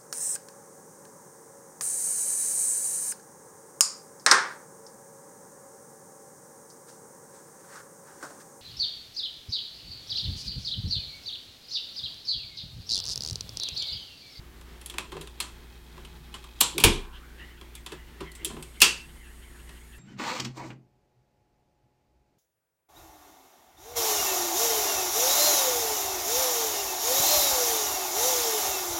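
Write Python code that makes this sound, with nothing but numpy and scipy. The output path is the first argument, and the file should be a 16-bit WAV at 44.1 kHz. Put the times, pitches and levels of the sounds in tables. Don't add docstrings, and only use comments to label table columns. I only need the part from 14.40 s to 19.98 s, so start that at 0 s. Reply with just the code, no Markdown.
import sys
import numpy as np
from scipy import signal
from scipy.io import wavfile

SR = 44100
rng = np.random.default_rng(int(sys.argv[2]) if len(sys.argv) > 2 else 0)


def output_pcm(signal):
    pcm = np.clip(np.atleast_2d(signal).T, -1, 1) * 32767
    wavfile.write(sys.argv[1], SR, np.round(pcm).astype(np.int16))


N = 246254
TIME = np.arange(N) / SR
BRIEF = TIME[:SR // 4]
HIT_SAMPLES = .03 * SR
EDGES = 22 * 2 ** (np.arange(30) / 3)
CENTRES, WIDTHS = np.sqrt(EDGES[1:] * EDGES[:-1]), np.diff(EDGES)
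BANK = [signal.butter(2, pair, "band", fs=SR, output="sos") for pair in zip(EDGES, EDGES[1:])]

# (time [s], level [dB], treble fade [s])
DROP_HITS = [(2.3803, -29, 0.02), (2.400, -32, 0.056), (2.4382, -13.5, 0.047), (2.4469, -23.5, 0.047),
             (2.470, -37.5, 0.058)]
# (time [s], share of full speed [0-1])
RECORD_SPEED = [(2.45, 0.6), (2.729, 0.49), (2.88, .74), (3.22, 1)]
# (time [s], level [dB], length [s], pitch [Hz])
CASE_SHIFTS = [(0.771, -35.5, 0.0081, 405), (0.798, -47.5, 0.083, 381), (1.777, -55.5, 0.23, 154),
               (2.372, -34, 0.017, 352), (3.534, -40, 0.012, 366), (3.826, -36, 0.01, 345.3),
               (4.06, -46, 0.0478, 363), (4.164, -41.5, 0.036, 234.4), (4.69, -53.5, .03, 152.7)]


def record_drop():
    # (frequency [Hz], relative level [dB])
    colour = [(76, -15), (130, 3), (194, -8.5), (427, -0.5), (589, -27.5), (954, -0.5), (1240, -36.5),
              (1610, -9), (1780, -24), (2270, -5.5), (3260, -3), (5850, -17.5), (9870, -15), (16000, -31)]
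    # (pitch [Hz], width [Hz], gain [dB])
    body = [(246, 180, -12.5), (2510, 250, -11), (3420, 390, -17)]
    # (pitch [Hz], relative level [dB], fade [s])
    tones = [(241, -2, 0.47), (306, -7, 0.23), (340.5, 6.5, 0.38), (386, -11, .22), (890, 14, 0.046),
             (1615, -11, 0.165), (2203, 4, 0.32), (2380, 5, 0.29), (2405, 4, 0.4), (2450, 10, 0.18),
             (2770, 0, 0.069), (3288, -10.5, .2), (3800, -5, 0.36), (4560, -1, .2), (6380, -7, .2)]
    cracks = blow(DROP_HITS, colour, body, bright_db=5.0, wet_db=-3.5)
    return cracks + ringing(DROP_HITS, tones, level_db=-31.5)


def release_clack():
    # (time [s], level [dB], treble fade [s])
    hits = [(4.4035, -34.5, 0.063), (4.4145, -34, 0.02), (4.4178, -13, 0.04), (4.440, -29, 0.14)]
    # (frequency [Hz], relative level [dB])
    colour = [(59, -62), (100, -25.5), (166, -21.5), (302, -19), (365, -13), (570, -27.5), (1030, -17.5),
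              (1170, -18.5), (1330, -14.5), (2170, -14.5), (2750, -8.5), (4020, -10.5), (7290, -20),
              (12900, -32.5), (16000, -49)]
    # (pitch [Hz], width [Hz], gain [dB])
    body = [(2708, 114, 14), (4640, 264, 1)]
    # (pitch [Hz], relative level [dB], fade [s])
    tones = [(1020, -2, 0.25), (1323, -2.5, 0.17), (2730, -20, 0.29), (2755, 4.5, 0.17),
             (2820, -10.5, 0.22), (3000, 1.5, 0.23), (2930, -9.5, 0.41), (3290, 3.5, 0.26), (4440, -8, .2),
             (4580, -6.5, 0.36), (5130, -9, 0.35), (6400, -24.5, .21), (6720, -19.5, .2), (7070, -15, 0.16),
             (8080, -7, .2)]
    return blow(hits, colour, body, bright_db=10.5, wet_db=-3.5) + ringing(hits, tones, level_db=-25.0)


def latch_snap():
    # (time [s], level [dB], treble fade [s])
    hits = [(2.2035, -46, 0.049), (2.2065, -24.5, 0.032), (2.2092, -20.5, 0.034), (2.2118, -22.5, 0.013)]
    # (frequency [Hz], relative level [dB])
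    colour = [(71, -61), (120, -7.5), (341, -4.5), (445, -7.5), (483, -5.5), (656, -19.5), (1010, -1.5),
              (1860, -11), (3450, 9.5), (5410, -6.5), (7820, -2), (15000, -6.5), (16000, -19)]
    # (pitch [Hz], width [Hz], gain [dB])
    body = [(796, 80, 2), (1033, 114, -3), (7460, 330, 0.5)]
    # (pitch [Hz], relative level [dB], fade [s])
    tones = [(964, 3.5, 0.36), (3330, -13, 0.38), (4060, -3.5, 0.26), (6940, -24, .3), (8100, -8, .21),
             (8480, -3.5, 0.23), (10030, -17.5, .2)]
    return blow(hits, colour, body, bright_db=4.5, wet_db=-3.0) + ringing(hits, tones, level_db=-42.5)


def spring_bounce():
    # (pitch [Hz], relative level [dB], fade [s])
    springs = [(29.5, -19, 0.76), (44, -26, 0.27), (74.6, -12.5, 0.22), (109, -47, 0.18)]
    return low_pass(ringing(DROP_HITS, springs, level_db=-2.5, lag_s=0.0088), hz=160)


def lever_clicks(level_db=-6, own_db=7, steel_db=-9, thud_t60=0.046, click_delay_s=.002):
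    # (time [s], relative level [dB], brightness [dB per octave], own pitch [Hz], fade [s])
    clicks = [(0.21, -58, 0.5, 1530, 0.027), (0.411, -56.5, 2.5, 11000, .037),
              (0.458, -52, 5.5, 10800, 0.039), (0.496, -50.5, 4, 3390, .041),
              (0.538, -49.5, -1, 2880, 0.022), (0.581, -35, 1, 2450, 0.015), (0.717, -45.5, -2, 886, 0.059),
              (0.765, -48.5, -2.5, 860, 0.038), (0.809, -51.5, 3.5, 3730, 0.075),
              (0.871, -54, 1.5, 3540, 0.023), (1.0, -37, 4, 4240, 0.047), (1.577, -55.5, -3.5, 1150, 0.011),
              (1.647, -55, 1, 2970, 0.044), (1.939, -46, .5, 2970, 0.074), (2.038, -53, 0.5, 1170, .037),
              (3.21, -52.5, -1.5, 3240, 0.023), (3.35, -59, 7.5, 3530, 0.04),
              (3.46, -45.5, 1.5, 3400, 0.04), (3.517, -46, -0.5, 1680, 0.066),
              (3.803, -44, -2.5, 391, 0.047), (3.915, -67.5, 8.5, 4330, 0.026),
              (3.949, -58.5, 5, 8100, 0.085), (4.045, -44, 8.5, 3250, 0.045), (4.097, -51, -5, 3100, 0.1),
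              (4.164, -51.5, -4.5, 850, 0.044), (4.223, -50.5, 3.5, 8600, .04),
              (5.29, -55.5, 0.5, 1910, 0.026)]
    # (frequency [Hz], relative level [dB])
    colour = [(60, -30), (200, -28.5), (350, -34), (600, -34.5), (1180, -30), (1800, -33), (3700, -31),
              (5800, -41.5), (9000, -37.5), (12000, -43.5), (15000, -55.5)]
    # (pitch [Hz], relative level [dB], fade [s])
    steel_tones = [(1072, 5, 0.062), (1240, 8, .12), (2550, -4.5, 0.084), (3450, -1, .16), (3790, -9, .18),
                   (8950, -47, .1), (11100, -1, .09)]
    # (pitch [Hz], width [Hz], gain [dB])
    deck = [(364.6, 29, 14), (1010, 77, 4.5), (2627, 84, 3), (3195, 200, -1.5), (7340, 140, -1.5),
            (8650, 290, -6.5)]
    out = np.zeros(N)
    octaves = lambda hz: np.log2(np.clip(hz, 400, 10800) / 2000)
    for s, db, tilt_db, own_hz, t60 in clicks:
        band_db = db + per_band(colour) + tilt_db * octaves(CENTRES)
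        gains = from_db(band_db) * np.sqrt(WIDTHS * HIT_SAMPLES)
        fades = per_band([(300, thud_t60), (1000, t60)])
        wet_db = -3.5 + 1.3 * np.log2(t60 / thud_t60)
        click = impact(gains, fades, wet_db)
        own_ring = from_db(own_db) * resonate(click * fade(BRIEF, t60=0.35), own_hz, own_hz / 16)
        steel = [(hz, db + steel_db + tone_db + tilt_db * octaves(hz), ring_s)
                 for hz, tone_db, ring_s in steel_tones]
        add(out, click + own_ring, s + click_delay_s)
        add(out, ring(steel), s + click_delay_s)
    return from_db(level_db) * (out + resonances(out, deck))


def case_booms(sharpness=3.6):
    white = rng.standard_normal(N)
    return sum(swell(s, db, length) * rms_one(resonate_twice(white, hz, hz / sharpness))
               for s, db, length, hz in CASE_SHIFTS)


def case_drone(hz=153.9, gain_db=-4.5, lag_s=0.028, spread_s=0.036):
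    loudness = np.zeros(N)
    for s, db, length, _ in CASE_SHIFTS:
        longer = length + spread_s
        thinning_db = 10 * np.log10(length / longer)
        loudness += swell(s + lag_s, db + gain_db + thinning_db, longer)
    return loudness * np.sin(2 * np.pi * hz * TIME + drift(5))


def record_swish(full_speed_hz=1930, width_hz=140, base_db=-63.5, slip_db=10.5):
    speed, landed = record_speed()
    centre_hz = full_speed_hz * speed * (1 + 0.12 * speed ** 2 * drift(16))
    upper = from_db(-6) * narrow_noise(1.5 * centre_hz, width_hz)
    since_caught_up = np.maximum(TIME - RECORD_SPEED[-1][0], 0)
    settle_db = np.exp(-since_caught_up / 0.14)
    uneven_db = 6.0 * speed * drift(22.17)
    level_db = base_db + slip_db * (1 - speed) + uneven_db + settle_db
    return landed * from_db(level_db) * (narrow_noise(centre_hz, width_hz) + upper)


def turning_rubs(turn_s=.168, brush_s=.018, base_db=-57.5, slip_db=13.5):
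    # (pitch [Hz], width [Hz], gain [dB])
    peaks = [(1540, 470, -7), (2140, 430, -18), (2880, 1000, -4.5)]
    speed, landed = record_speed()
    turns = np.cumsum(speed) / SR / turn_s
    turns -= np.interp(2.765, TIME, turns)
    brush = np.exp(-((turns - np.round(turns)) * turn_s / brush_s) ** 2)
    level_db = base_db + slip_db * (1 - speed) + drift(7.1)
    white = rng.standard_normal(N)
    chirp = sum(from_db(db) * resonate_twice(white, hz, width) for hz, width, db in peaks)
    return landed * brush * from_db(level_db) * rms_one(chirp)


def gear_grind(slips_per_s=700):
    # (time [s], level [dB])
    levels = [(0, -74), (.4, -64.5), (1.5, -61.5), (1.7, -61.5), (2.15, -57), (2.45, -53), (2.7, -94)]
    # (pitch [Hz], width [Hz], gain [dB])
    linkage = [(850, 40, 4), (1170, 140, -13), (2543, 50, 2), (3260, 140, -0.5), (3730, 510, -6)]
    slips = (rng.random(N) < slips_per_s / SR) * rng.standard_normal(N)
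    level_db = np.interp(TIME, *np.transpose(levels))
    return from_db(level_db) * rms_one(resonances(slips + 1e-18, linkage))


def stylus_hiss(lands_s=4.05, flicker_db=2.0):
    # (pitch [Hz], width [Hz], level [dB])
    peaks = [(6940, 600, -70.5), (8300, 790, -65), (9460, 510, -69), (10400, 350, -70), (11400, 680, -70),
             (12750, 800, -75)]
    groove = rng.standard_normal(N)
    hiss = sum(from_db(db + flicker_db * drift(42)) * rms_one(resonate_twice(groove, hz, width))
               for hz, width, db in peaks)
    return hiss * (TIME > lands_s)


def motor(whirr_db=-56.5, rumble_db=-54.5):
    # (pitch [Hz], level [dB])
    hum_tones = [(59.2, -49.5), (118.4, -68), (156.1, -68), (236.9, -66), (349.9, -66), (893.6, -76)]
    # (frequency [Hz], relative level [dB])
    whirr_colour = [(88, -24), (150, 6), (190, -4.5), (235, 13.5), (259, -11.5), (341, 5), (545, -11),
                    (821, -7.5), (2400, -8.5), (2600, -16), (2760, -20), (3100, -11.5), (6020, -21),
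                    (14500, -30.5), (16000, -37.5)]
    # (frequency [Hz], relative level [dB])
    rumble_colour = [(15, -10), (30, 0), (75, -7.5), (120, -19.5), (300, -37)]
    hum = np.zeros(N)
    for hz, db in hum_tones:
        peak = np.sqrt(2) * from_db(db - 0.5 * drift(7))
        phase = 2 * np.pi * (hz * TIME + rng.random()) + hz / 600 * drift(4)
        hum += peak * np.sin(phase)
    whirr = from_db(whirr_db - 2.5 * drift(17)) * noise(whirr_colour)
    return hum + whirr + from_db(rumble_db) * noise(rumble_colour)


def echoes(x):
    # (delay [s], gain [dB])
    reflections = [(.0052, -22.5), (.0093, -17), (0.0153, -27), (0.0237, -21)]
    out = x.copy()
    for s, db in reflections:
        add(out, from_db(db) * x, s)
    return out


def blow(hits, colour, body, bright_db, wet_db):
    out = np.zeros(N)
    treble_lift = from_db(bright_db * np.log2(np.maximum(CENTRES / 4000, 1)))
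    gains = unit(band_gains(colour) * treble_lift)
    for s, db, t60 in hits:
        crack = impact(gains, t60 * (1 + 400 / CENTRES), wet_db)
        add(out, from_db(db) * np.sqrt(HIT_SAMPLES) * crack, s)
    return out + resonances(out, body)


def impact(gains, t60, wet_db, gap_s=.004):
    # (frequency [Hz], fade [s])
    room_fades = [(100, 0.49), (400, 0.35), (1500, 0.32), (3500, 0.33), (7500, 0.27), (11000, 0.3),
                  (16000, 0.158)]
    # (frequency [Hz], relative level [dB])
    room_levels = [(100, -3.5), (400, 4.5), (1500, 3), (3500, -1), (7500, 1), (11000, -12), (16000, -40.5)]
    out = banded(gains, BRIEF, t60)
    tail_gains = gains * from_db(per_band(room_levels) + wet_db)
    add(out, banded(tail_gains, BRIEF, per_band(room_fades)), gap_s)
    return out


def ringing(hits, tones, level_db, lag_s=0):
    out = np.zeros(N)
    hardest_s = max(hits, key=lambda hit: hit[1])[0]
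    add(out, from_db(level_db) * ring(tones), hardest_s + lag_s)
    return out


def ring(tones):
    t = TIME[:SR]
    return sum(from_db(db) * fade(t, t60) * np.sin(2 * np.pi * hz * t) for hz, db, t60 in tones)


def record_speed():
    s, share = np.transpose(RECORD_SPEED)
    return np.interp(TIME, s, share), TIME > s[0]


def banded(gains, t, t60=np.inf):
    white = rng.standard_normal((2, len(t)))
    t60 = np.broadcast_to(t60, len(BANK))
    return sum(gain * unit(signal.sosfilt(BANK[k], white[k % 2] * fade(t, t60[k]) + 1e-18))
               for k, gain in enumerate(gains))


def noise(colour):
    return rms_one(banded(band_gains(colour), TIME))


def narrow_noise(hz, width_hz):
    hiss = low_pass(rng.standard_normal((2, N)), width_hz)
    phase = 2 * np.pi * np.cumsum(hz) / SR
    return rms_one(hiss[0] * np.cos(phase) + hiss[1] * np.sin(phase))


def resonate(x, hz, width):
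    r = np.exp(-np.pi * width / SR)
    feedback = [1, -2 * r * np.cos(2 * np.pi * hz / SR), r * r]
    return signal.lfilter(np.array([1, 0, -1]) * (1 - r * r) / 2, feedback, x)


def resonate_twice(x, hz, width):
    return resonate(resonate(x, hz, width), hz, width)


def resonances(x, peaks):
    return sum(from_db(db) * resonate(x, hz, width) for hz, width, db in peaks)


def low_pass(x, hz):
    return signal.sosfilt(signal.butter(2, hz, fs=SR, output="sos"), x)


def band_gains(colour):
    return unit(from_db(per_band(colour)) * np.sqrt(WIDTHS))


def per_band(points):
    hz, value = np.transpose(points)
    return np.interp(np.log(CENTRES), np.log(hz), value)


def drift(rate_hz):
    knots = rng.standard_normal(512)
    return np.interp(TIME * rate_hz, np.arange(len(knots)), knots)


def swell(s, db, length):
    return from_db(db) * np.exp(-((TIME - s) / length) ** 2)


def fade(t, t60):
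    return from_db(-60 * t / t60)


def add(track, sound, s):
    at = int(np.clip(round(s * SR), 0, len(track) - 1))
    track[at:at + len(sound)] += sound[:len(track) - at]


def from_db(db):
    return 10 ** (np.asarray(db) / 20)


def unit(x):
    return x / np.sqrt(np.sum(x ** 2) + 1e-20)


def rms_one(x):
    return unit(x) * np.sqrt(len(x))


def scene():
    blows = latch_snap() + record_drop() + release_clack()
    rubbing = case_booms() + turning_rubs() + record_swish() + gear_grind()
    mechanism = echoes(lever_clicks() + blows + rubbing)
    return (mechanism + spring_bounce() + case_drone() + motor() + stylus_hiss())[None]


def record(dry):
    treble_cut = signal.ellip(10, .1, 70, 15900, fs=SR, output="sos")
    return signal.sosfilt(treble_cut, np.tanh(dry))


dry = scene()
out = record(dry)
output_pcm(out)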